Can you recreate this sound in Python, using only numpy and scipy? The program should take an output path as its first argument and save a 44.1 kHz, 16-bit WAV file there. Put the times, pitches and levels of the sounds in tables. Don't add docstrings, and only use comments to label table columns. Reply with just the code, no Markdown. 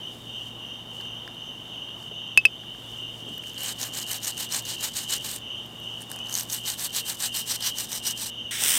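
import sys
import numpy as np
from scipy import signal
from scipy.fft import rfft, irfft
from scipy.io import wavfile

SR = 44100
rng = np.random.default_rng(int(sys.argv[2]) if len(sys.argv) > 2 else 0)


def transcribe(u):
    v = np.clip(np.atleast_2d(u).T, -1, 1)
    q = np.round(v * 32767).astype(np.int16)
    wavfile.write(sys.argv[1], SR, q)


def invert_db(level):
    return 10 ** (np.asarray(level, dtype=float) / 20)


N = 387176


def unit(x):
    return x / np.sqrt(np.mean(x ** 2))


def colour(x, spectrum):
    hz, db = np.transpose(spectrum)
    grid_hz = np.maximum(np.fft.rfftfreq(4096, 1 / SR), 1)
    cep = irfft(np.log(invert_db(np.interp(np.log(grid_hz), np.log(hz), db))))
    cep[1:2048] *= 2
    cep[2049:] = 0
    return signal.oaconvolve(x, irfft(np.exp(rfft(cep))))[:len(x)]


def band(x, lo_hz, hi_hz):
    sos = signal.butter(2, [lo_hz, min(hi_hz, .45 * SR)], "band", fs=SR, output="sos")
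    return signal.sosfilt(sos, x)


def walk(rate_hz):
    levels = rng.standard_normal(4000)
    return np.interp(np.arange(N) * (rate_hz / SR), np.arange(len(levels)), levels)


def gains(tables, fade_s):
    out = np.zeros(N)
    for rows in tables:
        s, db = np.array(rows).T
        i = np.arange(max(int((s[0] - fade_s) * SR), 0), min(int((s[-1] + fade_s) * SR), N))
        edge = np.clip(1 + np.minimum(i / SR - s[0], s[-1] - i / SR) / fade_s, 0, 1)
        out[i] = np.maximum(out[i], invert_db(np.interp(i / SR, s, db)) * edge)
    return out


def gestures(rows, fade_db):
    return gains([[(start, db - fade_db), (top, db), (end, db - fade_db)] for start, top, end, db in rows], 0.018)


def grains(per_s, scatter_db):
    there, size, sign = rng.random((3, N))
    height = (size + 0.0027) ** (-scatter_db * np.log(10) / 20)
    return unit((there < per_s / SR) * height * np.sign(sign - .5))


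def click(hz, ring_s):
    t = np.arange(300) / SR
    pulse = np.sin(2 * np.pi * (hz * t + rng.random())) * t * np.exp(-t / ring_s)
    return pulse / np.abs(pulse).max()


def tail(t60_s, length_s):
    t = np.arange(int(length_s * SR)) / SR
    h = rng.standard_normal(len(t)) * 1000. ** (-t / t60_s)
    return h / np.sqrt(np.sum(h ** 2))


def add(out, s, x):
    i = int(s * SR)
    out[i:i + len(x)] += x[:N - i]


def brush():
    # (start [s], end [s], level [dB], place of firmest pressure [0-1])
    strokes = [(3.582, 3.729, -32, .75), (3.788, 3.894, -32.5, 0.38), (3.931, 4.038, -32.5, 0.4),
               (4.072, 4.181, -31.5, 0.4), (4.22, 4.317, -30.5, .6), (4.366, 4.459, -30.5, 0.44),
               (4.496, 4.61, -28.5, .42), (4.657, 4.754, -31, 0.44), (4.795, 4.896, -28.5, 0.38),
               (4.932, 5.052, -32, .45), (5.085, 5.18, -29, 0.4), (5.224, 5.37, -33, 0.16),
               (6.3, 6.448, -31.5, .45), (6.496, 6.591, -32.5, 0.4), (6.644, 6.748, -30.5, 0.38),
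               (6.779, 6.878, -31, 0.35), (6.923, 7.016, -29, 0.5), (7.054, 7.153, -31.5, 0.42),
               (7.191, 7.288, -27, 0.48), (7.33, 7.428, -29.5, 0.33), (7.467, 7.568, -29, 0.4),
               (7.605, 7.713, -28.5, 0.41), (7.756, 7.858, -30.5, 0.45), (7.894, 7.996, -29, 0.35),
               (8.031, 8.129, -29, 0.46), (8.164, 8.325, -31.5, 0.33)]
    # (body [dB], teeth [dB], wire ring [Hz], wire tips [dB], top [dB])
    stroke_tone = [(-9, -5, 6750, -4, -5), (-11, -6, 6600, -6, -6), (-11, -4, 6750, -5, -6),
                   (-10, -4, 6500, -4, -4), (-12, -5, 6700, -4, -7), (-13, -4, 6600, -4, -5),
                   (-11, -4, 6650, -4, -7), (-13, -3, 6600, -5, -6), (-12, -4, 6750, -6, -8),
                   (-13, -4, 6600, -5, -7), (-12, -4, 6700, -4, -7), (-11, -4, 6700, -2, -3),
                   (-14, -6, 6200, -5, -4), (-13, -5, 6200, -4, -2), (-12, -4, 6700, -3, -4),
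                   (-12, -3, 6300, -2, -2), (-13, -0.8, 6700, -2, -3), (-12, -5, 6200, -3, -3),
                   (-13, -4, 6500, -4, -5), (-14, -5, 5800, -2, -5), (-13, -4, 5650, -3, -5),
                   (-12, -4, 5800, -5.5, -6), (-13, -6, 5850, -4, -5), (-15, -8, 5750, -5, -7),
                   (-14, -7, 5750, -4, -6), (-15, -5, 5800, -3, -5)]
    # (frequency [Hz], density [dB per Hz])
    bristles = [(1500, -37.5), (2400, -15.5), (3200, -11.5), (3930, -6), (5100, -7.5), (6100, -3),
                (6800, -5), (7500, -5.5), (8500, -4), (9500, -10.5), (10500, -13), (13300, -11.5),
                (15100, -16), (16500, -30)]
    # (frequency [Hz], density [dB per Hz])
    cog = [(290, -34.5), (500, -5.5), (632, -7.5), (783, 0), (1390, -4.5), (1730, 1), (1990, -1),
           (2390, -2), (2600, -3), (3380, -32.5), (5720, -120)]
    landing_db, lifting_db, off_db = -8.5, -7, -45.5
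    resting_db, strays_db = -54.5, -52.5
    silent_after_s = 8.301
    t = np.arange(N) / SR

    swipes = []
    for start, end, db, firm in strokes:
        s = start + np.array([0, 1 / 8, firm, 9 / 10, 1]) * (end - start)
        swipes.append(np.c_[s, [off_db, db + landing_db, db, db + lifting_db, off_db]])
    resting = [[(3.55, resting_db), (5.38, resting_db)], [(6.25, resting_db), (8.3, resting_db)]]
    middles = [(start + end) / 2 for start, end, *_ in strokes]
    body_db, teeth_db, ring_hz, tips_db, top_db = [np.interp(t, middles, c) for c in np.array(stroke_tone).T]

    shared = grains(7000, 2.0)
    tufts = invert_db(2.5 * walk(130) + 1.5 * walk(45))
    zones = [(teeth_db + 1.8, 2300, 5000), (tips_db + 1.2, 7600, 10000), (top_db + 1.9, 10000, 16500)]
    bright = np.zeros(N)
    for db, lo_hz, hi_hz in zones:
        flicks = colour(shared + 1.1 * grains(2500, 1.8), bristles) * tufts
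        bright += invert_db(db) * unit(band(flicks, lo_hz, hi_hz)) * invert_db(1.2 * walk(30))
    free_flicks = (shared + 1.1 * grains(2500, 1.8)) * tufts
    bright += invert_db(-0.2 + 1.2 * walk(30)) * wires(free_flicks, ring_hz)
    body = unit(colour(shared * tufts + rng.standard_normal(N), cog)) * invert_db(body_db + 1.5)

    strays = unit(colour(grains(160, 2.2), bristles)) * gains(resting, 0.013) * invert_db(strays_db - resting_db)
    return ((bright + body) * gains(swipes + resting, 0.014) + strays) * (np.arange(N) < silent_after_s * SR)


def wires(x, ring_hz):
    width_hz, skirt_db = 540, -9
    out, power = 0, 0
    for lo_hz in (5000, 5520, 6040, 6560, 7080):
        near = np.exp(-.5 * ((lo_hz + 260 - ring_hz) / width_hz) ** 2)
        weight = invert_db(skirt_db * (1 - near))
        out = out + weight * unit(band(x, lo_hz, lo_hz + 520))
        power = power + weight ** 2
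    return out / np.sqrt(power)


def ticks():
    # (time [s], peak [dB], centre [Hz], low knock [dB])
    picks = [(1.0063, -46, 5000, -41), (1.0118, -32, 4300, -46), (1.0545, -50, 4000, -45),
             (1.2777, -36, 5000, -30.5), (1.3471, -40, 4000, -52), (1.6785, -43, 7100, -49),
             (1.89, -44, 4500, -47), (2.0274, -39, 4700, -49), (2.221, -48, 4000, -48),
             (2.277, -42, 7500, -60), (2.6362, -52, 5000, -42), (2.7495, -51, 5000, -45),
             (2.9176, -40, 5900, -54), (3.438, -30, 2600, -46)]
    # (time [s], peak [dB], centre [Hz])
    touches = [(3.2905, -39, 7500), (3.3798, -29, 13500), (3.4722, -32, 6200), (3.497, -32, 6100),
               (3.5032, -36, 4000), (3.5348, -34, 13500), (3.5448, -34, 6500), (3.5661, -34, 4000),
               (3.5815, -25, 4500), (5.3865, -31, 7200), (5.6621, -40, 13300), (5.8002, -38, 12900),
               (6.007, -30, 8500), (6.0198, -28, 9400), (6.0225, -31, 9000), (6.0285, -36, 9500),
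               (6.0396, -40, 9100), (6.1024, -31, 9300), (6.1158, -20, 9400), (6.1164, -26, 3700),
               (6.117, -29, 13500), (6.1283, -34, 5300), (6.1354, -34, 5000), (6.1616, -26, 9600),
               (6.1895, -30, 5950), (6.2606, -37, 6200), (6.271, -32, 4200), (6.287, -30, 6100),
               (6.2967, -25, 6300)]
    # (time [s], peak [dB], centre [Hz])
    bristle_snaps = [(3.6064, -23, 6900), (3.6337, -20, 13000), (3.6606, -19, 6600), (3.6842, -19, 6700),
                     (3.7247, -26, 6800), (3.7922, -29, 6400), (3.8154, -11, 6500), (3.8297, -15, 6100),
                     (3.8387, -16, 5900), (3.9478, -20, 6000), (3.9518, -19, 6700), (3.9862, -19, 4900),
                     (3.9999, -19, 6900), (4.0025, -22, 7400), (4.0281, -22, 6800), (4.0302, -21, 5000),
                     (4.0656, -26, 7600), (4.0769, -28, 6500), (4.1322, -17, 6100), (4.1454, -19, 4000),
                     (4.1485, -19, 7900), (4.1845, -29, 6200), (4.2319, -20, 6500), (4.2356, -21, 5900),
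                     (4.2468, -17, 5800), (4.2492, -16, 6600), (4.2581, -17, 6500), (4.2695, -16, 6000),
                     (4.2728, -15, 8300), (4.2788, -14, 6800), (4.2952, -19, 7800), (4.3097, -22, 7600),
                     (4.3219, -27, 4300), (4.3459, -31, 8500), (4.3786, -21, 6300), (4.381, -22, 8300),
                     (4.4903, -30, 6100), (4.5125, -22, 4000), (4.5241, -14, 5700), (4.5368, -15, 8000),
                     (4.5506, -15, 6600), (4.5923, -19, 6600), (4.6235, -27, 14200), (4.6534, -23, 6900),
                     (4.657, -29, 7700), (4.6904, -18, 6300), (4.7578, -31, 6300), (4.8085, -18, 7000),
                     (4.9383, -27, 6800), (4.9692, -15, 6700), (4.9754, -16, 8000), (4.9896, -17, 6500),
                     (5.0532, -30, 6400), (5.1086, -17, 6700), (5.1379, -15, 6700), (5.1649, -19, 9100),
                     (5.1816, -23, 6700), (5.3629, -19, 9100),
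                     (6.3108, -27, 5700), (6.3259, -25, 5200), (6.3291, -16, 6200), (6.3411, -13, 6400),
                   (6.3529, -10, 6100), (6.3771, -15, 6300), (6.3858, -11, 6300), (6.3902, -18, 6000),
                   (6.3972, -15, 12900), (6.4094, -13, 5900), (6.4328, -24, 12300), (6.5006, -17, 6300),
                   (6.5045, -21, 6300), (6.5265, -20, 6400), (6.5318, -14, 6200), (6.5642, -21, 5900),
                   (6.6595, -20, 6300), (6.6642, -23, 6000), (6.7016, -14, 6200), (6.7164, -17, 7500),
                   (6.7197, -19, 7800), (6.7432, -27, 8900), (6.7956, -19, 5600), (6.8456, -17, 8900),
                   (6.8517, -20, 6000), (6.9295, -26, 6100), (6.949, -18, 5400), (6.9638, -14, 7700),
                   (7.2034, -20, 5900), (7.2111, -20, 9100), (7.2241, -16, 7800), (7.2833, -24, 7500),
                   (7.3276, -29, 5100), (7.3449, -20, 8100), (7.352, -16, 4500), (7.4778, -23, 8100),
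                   (7.5116, -14, 8300), (7.5235, -19, 3200), (7.5627, -24, 3800), (7.6085, -22, 3200),
                   (7.626, -19, 4700), (7.6455, -18, 3300), (7.6996, -20, 5800), (7.7739, -22, 5800),
                   (7.7856, -12, 6400), (7.854, -25, 5600), (7.8962, -28, 8400), (7.9182, -16, 7800),
                   (7.9299, -15, 6200), (8.0389, -27, 8000), (8.0757, -13, 5900), (8.1104, -15, 6000),
                   (8.1763, -23, 8100), (8.1785, -24, 5300), (8.198, -18, 5900)]
    touch_db, touch_knock_db, snap_db = -0.5, -16.5, -4
    fellow_db, fellow_s = -6, .0013

    hits = list(picks)
    hits += [(s, db + touch_db, hz, db + touch_knock_db) for s, db, hz in touches]
    snaps = [(s, db + snap_db, hz, -60) for s, db, hz in bristle_snaps]
    hits += snaps
    for s, db, hz, low_db in snaps:
        for a, b, c in rng.standard_normal((2, 3)):
            hits.append((s + fellow_s * a, db + fellow_db + 2 * b, hz * (1 + .1 * c), low_db))

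    out = np.zeros(N)
    for s, db, hz, low_db in hits:
        crack = sum(click(f, 0.00015) for f in (3600, 4830, 6500, 8850, 11200, 13500))
        add(out, s - .0002, invert_db(db + 1.0) * (0.65 * click(hz, 0.00036) + 0.27 * crack))
        add(out, s - .0006, invert_db(low_db + 1.3) * click(1660, 0.00062))
    return out


def ring():
    # (frequency [Hz], level [dB], t60 [s])
    ring_modes = [(650, -42, .02), (1140, -30, .007), (1650, -13, .005), (2610, 0, .066),
                  (3300, -8.5, .006), (4645, -26, 0.055), (5023, -28, 0.06), (5243, -24, .04),
                  (7630, -33, .045), (8230, -37, .05), (8600, -17, 0.014), (9450, -17, .018),
                  (11000, -22, 0.025), (13800, -26, .01)]
    # (time [s], level [dB], stopped after [s], crack [dB], upper modes [dB])
    drops = [
        (2.3748, -1, .1, -12, -2.5),
        (2.4524, -2, 0.017, -22, -5),
        (2.4553, -32, .016, -19.5, 18),
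    ]
    pulse_db, pulse_s = -21, 0.00066
    out, t = np.zeros(N), np.arange(int(.12 * SR)) / SR
    contact = np.sin(np.pi / 2 * np.minimum(t / .0002, 1)) ** 2
    for s, db, stop_s, crack_db, upper_db in drops:
        stopped = np.exp(-np.maximum(t - stop_s, 0) / 0.0018)
        modes = np.zeros(len(t))
        for k, (hz, mode_db, t60_s) in enumerate(ring_modes):
            gain = (-1) ** k * invert_db(mode_db + upper_db * (hz > 6000))
            mode = gain * np.sin(2 * np.pi * hz * t) * 1000. ** (-t / t60_s)
            modes += mode * (stopped if hz < 4000 else 1)
        crack = band(rng.standard_normal(len(t)), 520, 11300) * np.exp(-t / 0.0021)
        add(out, s, invert_db(db) * modes * contact + invert_db(crack_db) * crack)
    add(out, drops[0][0], invert_db(pulse_db) * np.sin(np.pi * np.minimum(t / pulse_s, 1)) ** 2)
    return out


def spray():
    # (frequency [Hz], density [dB per Hz])
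    gas = [(500, -36), (700, -19), (1100, -19), (1500, -10.5), (2100, -3), (2500, -8), (3450, -1.5),
           (4550, -15), (5700, -4.5), (7200, -12), (8400, -3), (9700, -10), (10400, -23), (11500, -17),
           (13700, -15), (16000, -20)]
    # (frequency [Hz], density [dB per Hz])
    nozzle = [(150, -42), (250, -14.5), (1000, -17), (1700, -12), (2100, -9), (2420, -13), (2800, -4),
              (3500, -3.5), (4450, -16), (5100, -6), (5900, -3.5), (6750, -9), (7400, -5), (8250, 1),
              (9700, -2.5), (10400, -17), (11500, -9), (12500, -11), (13900, -5.5), (14800, -10),
              (15500, -6), (16200, -16)]
    # (time [s], level [dB])
    jet = [
        (8.57, -45),
        (8.6, -32),
        (8.63, -26.5),
        (8.69, -25),
        (8.78, -25.5),
    ]
    # (time [s], peak [dB])
    sputters = [(8.6087, -15), (8.6106, -16), (8.6168, -15), (8.6217, -8), (8.6313, -15), (8.6343, -14),
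                (8.6368, -12), (8.638, -1), (8.6484, -6), (8.6541, -6), (8.6612, -4), (8.6694, -11),
                (8.6732, -13), (8.6768, -8), (8.6799, -8), (8.6814, -10), (8.6839, -3), (8.6895, -5),
                (8.695, -5), (8.6982, -9), (8.7002, -12), (8.7039, -5), (8.706, -5), (8.7082, -12),
                (8.7096, -3), (8.7193, -3), (8.7241, -13), (8.7255, -8), (8.7288, -8), (8.7301, -13),
                (8.7336, -13), (8.7395, -13), (8.741, -9), (8.743, -14), (8.7447, -7), (8.7544, -7),
                (8.7563, -11), (8.7631, -14), (8.7685, -7), (8.7743, -7), (8.776, -14), (8.7779, -11)]
    start_s, gas_db, pop_db, pop_rough = 8.509, -30.5, 0.3, .3
    opened = np.clip((np.arange(N) / SR - start_s) / 0.0009, 0, 1)
    out = unit(colour(grains(12000, 1.5), gas)) * opened * invert_db(gas_db)
    out += unit(colour(grains(9000, 1.9), nozzle)) * gains([jet], 1) * opened
    fray = np.exp(-np.arange(200) / SR / 0.00012)
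    for s, db in sputters:
        burst = pop_rough * rng.standard_normal(200) * fray
        burst[0] = -1.5
        pop = colour(burst, nozzle)
        add(out, s - .0001, invert_db(db + pop_db) * pop / np.abs(pop).max())
    return out


def hands():
    # (frequency [Hz], density [dB per Hz])
    glove = [(2000, -25), (4500, 0.5), (8500, 1), (11000, -7.5), (14000, -4), (16000, -14)]
    # (start [s], loudest [s], end [s], level [dB])
    rustles = [(.06, .14, .36, -59), (.3, .48, .5, -58), (.91, .94, 1.07, -58), (1.97, 2.03, 2.08, -57.5),
               (2.7, 2.98, 3.04, -57.5), (3.07, 3.2, 3.24, -57), (3.26, 3.36, 3.4, -55),
               (3.42, 3.49, 3.53, -50.5), (3.54, 3.58, 3.2, -50), (5.38, 5.39, 5.42, -61),
               (5.55, 5.98, 6.3, -58.5), (6, 6.02, 6.035, -47), (6.09, 6.118, 6.16, -47),
               (6.15, 6.19, 6.25, -55), (6.22, 6.3, 5.6, -48)]
    # (start [s], loudest [s], end [s], level [dB])
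    rubs = [(0, .14, .5, -60), (.53, .6, 1.1, -52), (.8, 1.2, 1.5, -49.5), (1.3, 1.98, 2.05, -51),
            (2.06, 2.3, 2.36, -52), (2.8, 3.27, 4.5, -61), (5.39, 6.03, 6.08, -51.5),
            (6.09, 6.11, 6.3, -45), (6.23, 6.3, 6.5, -46)]
    # (time [s], peak
    # [dB], centre [Hz])
    bumps = [(1.054, -40, 240), (2.112, -37, 497), (2.454, -33, 400), (3.005, -40, 343), (3.223, -37, 223),
             (3.264, -35, 293), (3.282, -34, 330), (3.304, -33, 231), (8.6215, -37, 700), (8.638, -39, 900),
             (6.116, -42, 226)]
    out = unit(colour(grains(7000, 4.0), glove)) * gestures(rustles, 7.5) * invert_db(2.0)
    out += unit(band(rng.standard_normal(N), 576, 1150)) * gestures(rubs, 6) * invert_db(-3.0)
    t = np.arange(int(.05 * SR)) / SR
    for s, db, hz in bumps:
        thump = unit(band(rng.standard_normal(len(t)), 0.74 * hz, 1.31 * hz))
        add(out, s, invert_db(db + 2.5) * thump * .6 * np.exp(-t / .012))
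    return out


def crickets():
    # (carrier [Hz], spread [Hz], pulse rate [per s], group [0 swells, 1 even throb], level [dB])
    wings = [(2978, 85.3, 55, 0, 1), (3621, 58, 48, 1, -55), (3357, 79, 50, 1, -60),
             (6020, 198, 55, 0, -23)]
    throb_hz, throb_s, throb_db = 4.375, 0.11, 2
    t = np.arange(int(.013 * SR)) / SR
    echo = tail(.45, 0.41)
    echo[0] = invert_db(-20)
    beat = np.cos(2 * np.pi * throb_hz * (np.arange(N) / SR - throb_s))
    level = swells(), invert_db(throb_db * beat + 1.0 * walk(4.05))
    out = np.zeros(N)
    for hz, spread_hz, rate_hz, group, db in wings:
        song = np.zeros(N)
        for offset in (-1.3, -.6, -.1, .1, .6, 1.3):
            chance = rng.standard_normal((700, 3))
            starts = np.cumsum((1 + .2 * chance[:, 0]) / (rate_hz * (1 + .05 * offset))) - .3
            pitch_hz = hz + spread_hz * (1 + offset + .7 * chance[:, 1:2])
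            sagging_hz = pitch_hz - spread_hz * t / t[-1]
            pulses = np.sin(2 * np.pi * t * sagging_hz) * np.sin(np.pi * t / t[-1]) ** 2
            pulses = pulses * invert_db(1.5 * chance[:, 2:])
            place = (starts[:, None] * SR).astype(int) + np.arange(len(t))
            inside = (place >= 0) & (place < N)
            np.add.at(song, place[inside], pulses[inside])
        out += unit(signal.oaconvolve(song, echo)[:N]) * level[int(group)] * invert_db(db)
    return out


def swells():
    # (peak [s], level [dB], half length [s])
    bell_rows = [(0.04, -32.5, 0.06), (0.397, -34.5, 0.093), (0.696, -34.5, 0.088), (1.09, -35, 0.149),
                 (1.456, -34.0, 0.084), (1.807, -36.0, 0.154), (2.19, -36, 0.14), (2.31, -37, 0.05),
                 (2.627, -40.0, 0.196), (3.017, -35.0, 0.1), (3.345, -36.5, 0.15), (3.648, -34.5, 0.081),
                 (4.01, -36, 0.18), (4.41, -35.5, 0.11), (4.768, -35.5, 0.14), (5.145, -34.5, 0.13),
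                 (5.528, -33.5, 0.097), (5.895, -34.0, 0.097), (6.255, -34.0, 0.09), (6.63, -34.5, 0.089),
                 (6.994, -34.5, 0.088), (7.348, -34, 0.092), (7.698, -33.5, 0.11), (8.09, -33.5, 0.086),
                 (8.404, -33.5, 0.084)]
    last_swell, murmur_db = (8.77, -33, .12), -49
    t = np.arange(0, N / SR, 1 / 500)
    power = invert_db(2 * murmur_db)
    for s, db, half_s in bell_rows + [last_swell]:
        power = power + invert_db(2 * (db - 3)) * np.exp(-((t - s) / half_s) ** 2)
    return np.interp(np.arange(N) / SR, t, np.sqrt(power))


def room():
    # (frequency [Hz], density [dB per Hz])
    air = [(20, -23), (45, -2.5), (90, -2.5), (150, 2.5), (230, 1.5), (450, -3), (1000, -8), (1400, -13),
           (2100, -15.5), (4400, -21), (7500, -23), (11000, -26.5), (15000, -27), (16500, -38)]
    # (frequency [Hz], rms level [dB])
    hum = [(115.5, -52.5), (233, -58.5), (166, -63), (353, -66)]
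    t = np.arange(N) / SR
    out = unit(colour(rng.standard_normal(N), air)) * invert_db(-47.5 + 0.94 * walk(3.045))
    for hz, db in hum:
        level = invert_db(db + 3 + 1.4 * walk(5.5))
        out += level * np.sin(2 * np.pi * hz * t + 0.84 * walk(5.6))
    return out


def scene():
    near = brush() + ticks() + ring() + spray()
    echo = band(tail(0.074, .15), 400, 9000)
    bench = signal.fftconvolve(near, echo)[:N] * invert_db(-23.5)
    return (near + bench + hands() + crickets() + room())[None]


def roll_off(x):
    return signal.sosfilt(signal.butter(12, 17040, fs=SR, output="sos"), x)


def record(dry):
    top = signal.ellip(8, .2, 60, 15800, fs=SR, output="sos")
    mix = np.clip(signal.sosfilt(top, dry), -1, 1)
    return roll_off(mix)


dry = scene()
out = record(dry)
transcribe(out)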